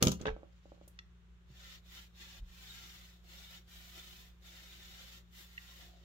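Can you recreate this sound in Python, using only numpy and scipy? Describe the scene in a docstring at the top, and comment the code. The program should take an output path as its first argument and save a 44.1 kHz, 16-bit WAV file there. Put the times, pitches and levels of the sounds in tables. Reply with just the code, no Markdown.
"""First a tin lands on a wooden bench with thuds and bright clashes, scuffing as it bounces.
A plastic bottle knocks and taps as it rocks to rest: each contact sets off fading tones, and some noise.
Cloth rustles in the hand, then an oily rag rubs a long dry wooden handle: noise that follows the
hand's speed, with wood tones inside it, sinking almost to silence where a stroke eases into a turn.
A steady mains hum and faint room air lie under everything, with a few ticks and dull bumps."""
import sys
import numpy as np
from scipy import signal
from scipy.fft import rfft, irfft
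from scipy.io import wavfile

SR = 44100
rng = np.random.default_rng(int(sys.argv[2]) if len(sys.argv) > 2 else 0)


def pcm_store(signal):
    """Save signal as 16-bit PCM."""
    levels = np.round(np.clip(np.atleast_2d(signal), -1, 1) * 32767)
    wavfile.write(sys.argv[1], SR, levels.astype(np.int16).T)


N = 266662
TIME = np.arange(N) / SR
FREQS = np.maximum(np.fft.rfftfreq(N, 1 / SR), 1)

# Levels in the tables are strengths before each source's own mixing; colours are in dB per Hz.
# strokes of the rag: start_s, end_s, friction_db, speeding_up_s, slowing_down_s,
# top_hiss_db (against the friction), handle_thrum_db (relative)
STROKES = [(1.429, 1.826, -57.5, 0.31, 0.1, -12, 0), (1.824, 2.123, -56.5, 0.14, 0.17, -9, 0),
           (2.125, 2.42, -57.5, 0.099, 0.055, -11, -5.5), (2.388, 3.29, -57.5, 0.3, 0.42, -9, -2.5),
           (3.206, 3.652, -59, 0.13, 0.12, -8.5, 3), (3.651, 4.374, -59.5, 0.086, 0.22, -6.5, 1.5),
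           (4.391, 5.247, -59, 0.1, 0.094, -9, 4), (5.286, 5.527, -54.5, 0.16, 0.19, -4.5, -1),
           (5.29, 5.982, -61.5, 0.41, 0.2, -7.5, -0.5), (5.837, 6.15, -72, 0.054, .1, -14.5, 8)]
# rag gathered up in the hand: start_s, end_s, level_db
GATHERINGS = [(0.345, 1.056, -79)]
# colour of the friction noise: pitch_hz, level_db
RUB_COLOUR = [(200, 1), (340, -27.5), (600, -15.5), (1000, -7), (1650, -4), (2400, -1.5), (3400, 0),
              (4500, -3), (6300, -7.5), (7200, -5), (8300, -21.5), (10500, -29), (16000, -41)]
# colour of the fine fibre hiss: pitch_hz, level_db
HISS_COLOUR = [(5000, -25.5), (8000, -7), (10500, -11.5), (12200, -3.5), (15500, -3.5), (17000, -16.5)]
# bending tones of the handle under the rag: pitch_hz, width_hz, level_db
HANDLE_TONES = [(359, 68, -19.5), (545, 54, -22.5), (698, 150, -21.5), (1387, 60, -22.5), (1818, 62, -20),
                (2010, 120, -19), (3035, 400, -14), (3516, 92, -14), (3753, 270, -13), (4190, 99, -21),
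                (5645, 250, -20.5)]
# rough spots where the rag drags harder: time_s, extra_friction_db, extra_thrum_db
ROUGH_SPOTS = [(2.22, 3, 9), (2.365, -1, 10.5), (2.77, 3, -5), (2.844, 3.5, 3), (3.56, 1.5, 0),
               (3.99, 3, 8.5), (5.0, 3, 2), (5.39, 0.5, -0.5), (5.83, 4.5, 11)]
# tin on the bench: time_s, thud_db, contact_hardness_hz, clash_db, brightness_db (above 8 kHz)
TIN_HITS = [(0.0254, -30.5, 980, -24.5, 0), (0.035, -39, 600, -33.5, -4), (0.0416, -34, 352, -45, -3),
            (0.0506, -35.5, 560, -42.5, -8.5), (0.07, -26, 402, -30, -13), (0.0805, -40.5, 600, -33, -6.5),
            (0.089, -40.5, 400, -39.5, -12), (0.116, -46, 700, -37, -3.5), (0.125, -44.5, 500, -48, -14),
            (0.2127, -45.5, 1100, -51.5, -17)]
# ringing tones of the bench top: pitch_hz, level_db, fade_by_60_db_s
BENCH_TONES = [(73.4, -14, 1), (137.7, -2, 0.2), (181.4, -4, 0.28), (212.6, 0, 0.11), (267, 5, 0.061),
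               (348.3, -6, 0.18), (402.2, -9, 0.22), (431, -9.5, 0.033), (510, -7.5, 0.14),
               (623, -16.5, 0.2), (775, -18, 0.14)]
# ringing tones of the tin wall: pitch_hz, level_db, fade_by_60_db_s
TIN_TONES = [(998, -13, 0.15), (1230, -9, 0.11), (1325, -14, 0.12), (2869, -19, 0.2), (3343, -22, 0.17),
             (4307, -21, 0.2), (5884, -19, 0.23), (6530, -18.5, 0.23), (6551, -17.5, 0.24),
             (6826, -19, 0.2)]
# colour of the tin's crash, its many crowded upper tones: pitch_hz, level_db
CLASH_COLOUR = [(200, -3), (550, 8.5), (800, -5.5), (1300, -7), (1800, -13.5), (3200, 0.5), (4600, -5),
                (6700, 1.5), (8200, -10.5), (12000, -5), (15500, -8)]
# tin scuffing over the bench around its bounces: start_s, end_s, level_db
SCUFFS = [(0.004, 0.071, -42), (0.184, 0.263, -54.5)]
# colour of a scuff: pitch_hz, level_db
SCUFF_COLOUR = [(60, -11), (200, -3.5), (460, -1), (800, -19), (1250, -15), (2000, -22.5), (3500, -22),
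                (9000, -41)]
# bottle knocked against the bench: time_s, level_db, brightness_db (in the upper part of the clatter)
BOTTLE_HITS = [(0.2548, -35.5, -2.5), (0.2665, -36, 5.5), (0.2735, -41, -15), (0.2805, -36, -25)]
# ringing tones of the bottle body: pitch_hz, level_db, fade_by_60_db_s
BOTTLE_TONES = [(190, -6, 0.2), (308, -6, 0.04), (438, 1, 0.16), (530, 4, 0.08), (775, -13, 0.17),
                (945, -9, 0.1), (1326, -5, 0.11), (1548, -1, 0.08), (2270, -13, 0.12)]
# colour of the bottle's clatter: pitch_hz, level_db
CLATTER_COLOUR = [(200, -5), (550, 3), (1000, -5), (1600, -6.5), (2300, -11.5), (3700, -11.5),
                  (4700, -25.5), (6300, -24), (8500, -48), (15000, -62)]
# soft taps as the bottle rocks: time_s, level_db, contact_hardness_hz
TAPS = [(0.3648, -49.5, 3000), (0.432, -52, 3000), (0.656, -57, 1100), (0.7193, -52.5, 1510),
        (0.778, -68, 1310), (0.813, -57, 1300), (0.876, -63.5, 1200)]
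# hollow ring of a tap: pitch_hz, level_db, fade_by_60_db_s
TAP_TONES = [(336, -2.5, 0.056), (553, 7.5, 0.024), (684, 6, 0.01), (1113, -10, 0.02)]
# dry ticks of fingers on the wood: time_s, level_db, lowest_hz, highest_hz
TICKS = [(0.9895, -42.5, 1250, 6900), (5.578, -35.5, 1700, 2900)]
# ring of the handle, gripped and flicked: pitch_hz, level_db, fade_by_60_db_s
TICK_TONES = [(1330, -14, 0.06), (1940, 3, 0.022), (2740, -2, 0.02), (3460, -6, 0.042), (4150, -8, 0.03),
              (5560, -9, 0.033)]
# thin snap of the cloth: time_s, level_db, pitch_hz, width_hz
SNAPS = [(0.878, -57.5, 11000, 8750)]
# dull bumps against bench and handle: time_s, level_db, pitch_hz, fade_by_60_db_s
BUMPS = [(0.276, -38.5, 97.3, 0.12), (0.289, -31, 45.6, 0.16), (0.32, -29, 45.4, 0.11),
         (1.503, -48.5, 130, 0.13), (2.396, -40, 38.3, 0.39), (2.423, -38.5, 53, 0.11),
         (3.975, -58, 364, 0.096)]
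# mains hum: pitch_hz, level_db (rms)
HUM_TONES = [(59.2, -60.5), (118.6, -75), (177.6, -68)]
# colour of the room air: pitch_hz, level_db
AIR_COLOUR = [(20, -25), (50, 0), (85, -5.5), (130, -16.5), (190, -10.5), (260, -30.5), (350, -17.5),
              (530, -26.5), (650, -31), (1350, -26.5), (2200, -31), (3600, -32), (4800, -42), (7000, -41.5),
              (9000, -52)]
# width of the noisy sounds: pitch_hz, side_minus_mid_db
WIDTH = [(60, -2), (200, -9.5), (380, -7), (700, -1), (1300, 0.5), (15000, 0)]
# colour difference of the two microphones: pitch_hz, left_minus_right_db
MIC_BALANCE = [(150, -.5), (350, -1), (700, -.5), (3500, -1), (5200, 5.5), (7000, 6.5), (9500, 1),
               (13000, -3)]

CUTOFF_HZ = 15700
ROOM_T60_S = 0.35  # time for the room's tail to fade by 60 dB
LEFT_LAG_S = 0.00026  # direct knocks and taps reach the left microphone this much later
SPEED_POWER = 1.98  # friction amplitude grows as this power of the hand's speed
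WOOD_GROWTH = 0.3  # the thrum swells only as this power of the friction
THRUM_BELOW_HZ = 1000  # tones below this follow the push on the wood, those above the friction
SPOT_S = 0.036  # about half the time it takes to cross a rough spot
GATHER_EASE_S, SCUFF_EASE_S = 0.38, 0.029
TURN_DB, TURN_TOP_DB = -80.5, -8.5  # the rag still creeps at a turn; its top hiss relative to that


def from_db(db):
    """Turn decibels into a gain."""
    return 10 ** (np.asarray(db) / 20)


def rms_one(x):
    """Scale a sound to an rms level of 1."""
    return x / np.sqrt(np.mean(x ** 2) + 1e-20)


def gain_curve(points):
    """Join (pitch_hz, level_db) points into a gain at every frequency."""
    hz, db = np.transpose(points)
    return from_db(np.interp(np.log(FREQS), np.log(hz), db))


def pan(db):
    """Left and right gains for a left-minus-right level difference."""
    return from_db(np.array([[db], [-db]]) / 2)


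def noise(gains):
    """Stereo noise of a given colour; the side part makes left and right differ."""
    mid, side = rfft(rng.standard_normal((2, N))) * gains
    side = side * gain_curve(WIDTH)
    return irfft([mid + side, mid - side], N) / np.std(irfft(mid, N))


def peak(hz, width_hz):
    """A resonance lets through a narrow band around its pitch."""
    return 1 / (1 + ((FREQS - hz) / width_hz * 2) ** 2)


def drift(rate_hz):
    """Random wandering with rms 1, mostly slower than the given rate."""
    return rms_one(irfft(rfft(rng.standard_normal(N)) / (1 + (FREQS / rate_hz) ** 2), N))


def clicks(times, db):
    """One sharp push for each contact."""
    force = np.zeros(N)
    force[(np.atleast_1d(times) * SR).astype(int)] = from_db(db)
    return force


def soften(force, hz):
    """A soft contact has no sharp edge, so its high frequencies are filtered away."""
    return signal.sosfilt(signal.butter(2, min(hz, 10000), fs=SR, output="sos"), force)


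def ring(force, tones):
    """Each push sets every tone of an object ringing as a dying sine."""
    out = 0
    for hz, db, t60 in tones:
        decay = from_db(-60 / (t60 * SR))
        turn = 2 * np.pi * hz / SR
        feedback = [1, -2 * decay * np.cos(turn), decay * decay]
        out = out + from_db(db) * signal.lfilter([0, np.sin(turn)], feedback, force + 1e-18)
    return out


def fade(force, crack_t60, tail_t60, tail_db):
    """After each push: a 2 ms swell, a crack and a quieter tail, summed in power."""
    swell = SR // 500
    power = signal.lfilter(np.ones(swell) / swell, [1], force ** 2) + 1e-24
    crack = signal.lfilter([1], [1, -from_db(-120 / (crack_t60 * SR))], power)
    tail = signal.lfilter([1], [1, -from_db(-120 / (tail_t60 * SR))], power)
    return np.sqrt(crack + from_db(tail_db) ** 2 * tail)


def workshop(x, wet_db):
    """Direct sound reaches the right first; a short room tail differs at each ear."""
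    t = TIME[:SR // 2]
    tail = rng.standard_normal((2, len(t))) * from_db(-60 * t / ROOM_T60_S) * (t > 0.004)
    tail = tail / np.sqrt(np.sum(tail ** 2) / 2)
    late = irfft(rfft(x) * np.exp(-2j * np.pi * FREQS * LEFT_LAG_S), N)
    room = signal.fftconvolve(x[None], tail, axes=1)[:, :N]
    return np.array([late, x]) + from_db(wet_db) * room


def glancing(x, paths_s=(0.0013, 0.0037, 0.0079), echo=0.9, sway_s=0.00018):
    """Echoes off arm, chest and bench: their delays wander slowly, so the colour shifts."""
    out = x.copy()
    for path in paths_s:
        heard = TIME - path - sway_s * drift(1.5)
        out += echo * np.array([np.interp(heard, TIME, channel) for channel in x])
    return out / np.sqrt(1 + len(paths_s) * echo ** 2)


def crash(times, db, bright_db, colour, split_hz, crack_t60, tail_db, tail_t60, rattle_db):
    """Tones too crowded to tell apart flare as noise at each contact and rattle as they die."""
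    body = glancing(noise(gain_curve(colour))) * from_db(rattle_db * drift(150))
    top = irfft(rfft(body) * (FREQS > split_hz), N)
    low_part = (body - top) * fade(clicks(times, db), crack_t60, tail_t60, tail_db)
    # the top has its own level at each contact
    top_part = top * fade(clicks(times, db + bright_db), crack_t60, tail_t60, tail_db)
    return low_part + top_part


def hand_speed(start, end, rise_s, fall_s):
    """A movement speeds up from rest, glides and slows to rest again: 0 to 1."""
    up, down = np.clip([(TIME - start) / rise_s, (end - TIME) / fall_s], 0, 1)
    return np.sin(np.pi / 2 * up) * np.sin(np.pi / 2 * down)


def room_tone(air_db=-68):
    """A steady mains hum of pure tones over soft air noise."""
    hum = 0
    for hz, db in HUM_TONES:
        hum = hum + np.sqrt(2) * from_db(db) * np.sin(2 * np.pi * (hz * TIME + rng.random()))
    return hum + from_db(air_db) * noise(gain_curve(AIR_COLOUR))


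def tick(s, db, low_hz, high_hz, crack_db=-7):
    """A short dry crack at the contact while a few tones of the handle ring briefly."""
    force = clicks(s, db)
    envelope = fade(force, crack_t60=0.016, tail_t60=0.12, tail_db=-19)
    crack = from_db(crack_db) * noise(gain_curve(RUB_COLOUR)) * envelope
    wood = workshop(ring(force, TICK_TONES), wet_db=-14)
    band = signal.butter(4, [low_hz, high_hz], "band", fs=SR, output="sos")
    return signal.sosfilt(band, wood + crack)


def handling(snap_t60=0.044):
    """Dry finger ticks, a noisy snap of cloth and dull bumps that each ring at one pitch."""
    ticks = sum(tick(*row) for row in TICKS)
    snaps = 0
    for s, db, hz, width in SNAPS:
        envelope = fade(clicks(s, db), snap_t60, tail_t60=0.2, tail_db=-13)
        snaps = snaps + noise(peak(hz, width)) * envelope
    bumps = sum(ring(clicks(s, db), [(hz, 0, t60)]) for s, db, hz, t60 in BUMPS)
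    return ticks + snaps + bumps


def scuffing(chatter_db=3):
    """The tin's base drags unevenly over the bench, making flickering noise."""
    slide = 0
    for start, end, db in SCUFFS:
        slide = slide + from_db(db) * hand_speed(start, end, SCUFF_EASE_S, SCUFF_EASE_S)
    return slide * from_db(chatter_db * drift(80)) * noise(gain_curve(SCUFF_COLOUR))


def tin(lead_s=0.002, metal_db=-4, clash_db=5.0):
    """The tin lands and bounces: the bench thuds, then the metal clashes and rings."""
    s, _, _, hit_db, bright_db = np.transpose(TIN_HITS)
    force = sum(soften(clicks(at - lead_s, db), hz) for at, db, hz, _, _ in TIN_HITS)
    thud = workshop(ring(force, BENCH_TONES), wet_db=-11.0)
    metal = workshop(ring(clicks(s, hit_db + metal_db), TIN_TONES), wet_db=-19.0)
    clash = crash(s, hit_db + clash_db, bright_db, CLASH_COLOUR, split_hz=8000,
                  crack_t60=0.03, tail_db=-15, tail_t60=0.16, rattle_db=2.0)
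    return thud * pan(-1.3) + (metal + clash) * pan(-0.5)


def bottle(body_db=-3, clatter_db=-1, contact_hz=2500):
    """A quick stutter of hollow plastic knocks: ringing body tones plus noisy clatter."""
    s, db, bright_db = np.transpose(BOTTLE_HITS)
    force = soften(clicks(s, db + body_db), contact_hz)
    body = workshop(ring(force, BOTTLE_TONES), wet_db=-15.5)
    clatter = crash(s, db + clatter_db, bright_db, CLATTER_COLOUR, split_hz=2900,
                    crack_t60=0.06, tail_db=-12.0, tail_t60=0.22, rattle_db=2.5)
    return (body + clatter) * pan(-1.7)


def rocking():
    """The bottle's base gives soft, hollow, uneven taps as it settles."""
    force = sum(soften(clicks(s, db), hz) for s, db, hz in TAPS)
    return workshop(ring(force, TAP_TONES), wet_db=-6.5) * pan(-2.3)


def gathering(crumple_db=3, hiss_db=-19):
    """Loose cloth rustles in the hand before the first stroke: noise that crumples unevenly."""
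    motion = 0
    for start, end, db in GATHERINGS:
        motion = motion + from_db(db) * hand_speed(start, end, GATHER_EASE_S, GATHER_EASE_S)
    cloth = glancing(noise(gain_curve(RUB_COLOUR)))
    cloth = cloth + from_db(hiss_db) * noise(gain_curve(HISS_COLOUR))
    return motion * from_db(crumple_db * drift(20.8)) * cloth


def friction():
    """A faster hand rubs harder: strength of the rub, its top hiss and the push on the wood."""
    # the creep sets in with the first stroke
    creep = from_db(TURN_DB) * np.clip((TIME - STROKES[0][0]) / STROKES[0][3], 0, 1)
    rub, hiss, push = creep, creep * from_db(TURN_TOP_DB), np.zeros(N)
    for start, end, db, rise_s, fall_s, top_db, wood_db in STROKES:
        stroke = from_db(db) * hand_speed(start, end, rise_s, fall_s) ** SPEED_POWER
        rub = np.hypot(rub, stroke)
        hiss = np.hypot(hiss, stroke * from_db(top_db))
        push = np.maximum(push, stroke ** WOOD_GROWTH * from_db(wood_db))
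    drag_db, thrum_db = np.zeros(N), np.zeros(N)
    for s, extra_drag_db, extra_thrum_db in ROUGH_SPOTS:
        spot = np.exp(-((TIME - s) / SPOT_S) ** 2)
        drag_db += extra_drag_db * spot
        thrum_db += extra_thrum_db * spot
    drag = from_db(drag_db)
    return rub * drag, hiss * np.sqrt(drag), push / push.max() * from_db(thrum_db)


def rubbing(rub_db=-2.5, hiss_db=-1.6, judder_db=0.97, wander_db=3.5, wander_hz=11, thrum_db=-59.0):
    """Countless fibres catch and slip on the grain, making noise and stirring the wood's tones."""
    rub, hiss, push = friction()
    grip = from_db(judder_db * drift(26))
    fibres = rub * from_db(rub_db) * glancing(noise(gain_curve(RUB_COLOUR)))
    fibres += hiss * from_db(hiss_db) * noise(gain_curve(HISS_COLOUR))
    # each tone comes and goes at random, as the rag slides over the points where it stands still
    wood = 0
    for hz, width, db in HANDLE_TONES:
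        drive = push * from_db(thrum_db) if hz < THRUM_BELOW_HZ else rub
        level = from_db(db + wander_db * drift(wander_hz))
        wood = wood + drive * level * noise(peak(hz, width))
    return grip * (fibres + wood)


def scene():
    """Room, bench sounds, handling and rubbing add up in the air."""
    background = room_tone() + handling()
    bench = scuffing() + tin() + bottle() + rocking()
    return background + bench + gathering() + rubbing()


def record(dry, low_cut_hz=29):
    """Two microphones differ in colour; the deepest bass is reduced and the top is cut steeply."""
    balance = gain_curve(MIC_BALANCE) ** np.array([[0.5], [-0.5]])
    heard = irfft(rfft(dry) * balance, N)
    heard = signal.sosfilt(signal.butter(2, low_cut_hz, "high", fs=SR, output="sos"), heard)
    return signal.sosfilt(signal.ellip(10, 0.1, 80, CUTOFF_HZ, fs=SR, output="sos"), heard)


dry = scene()
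out = record(dry)
pcm_store(out)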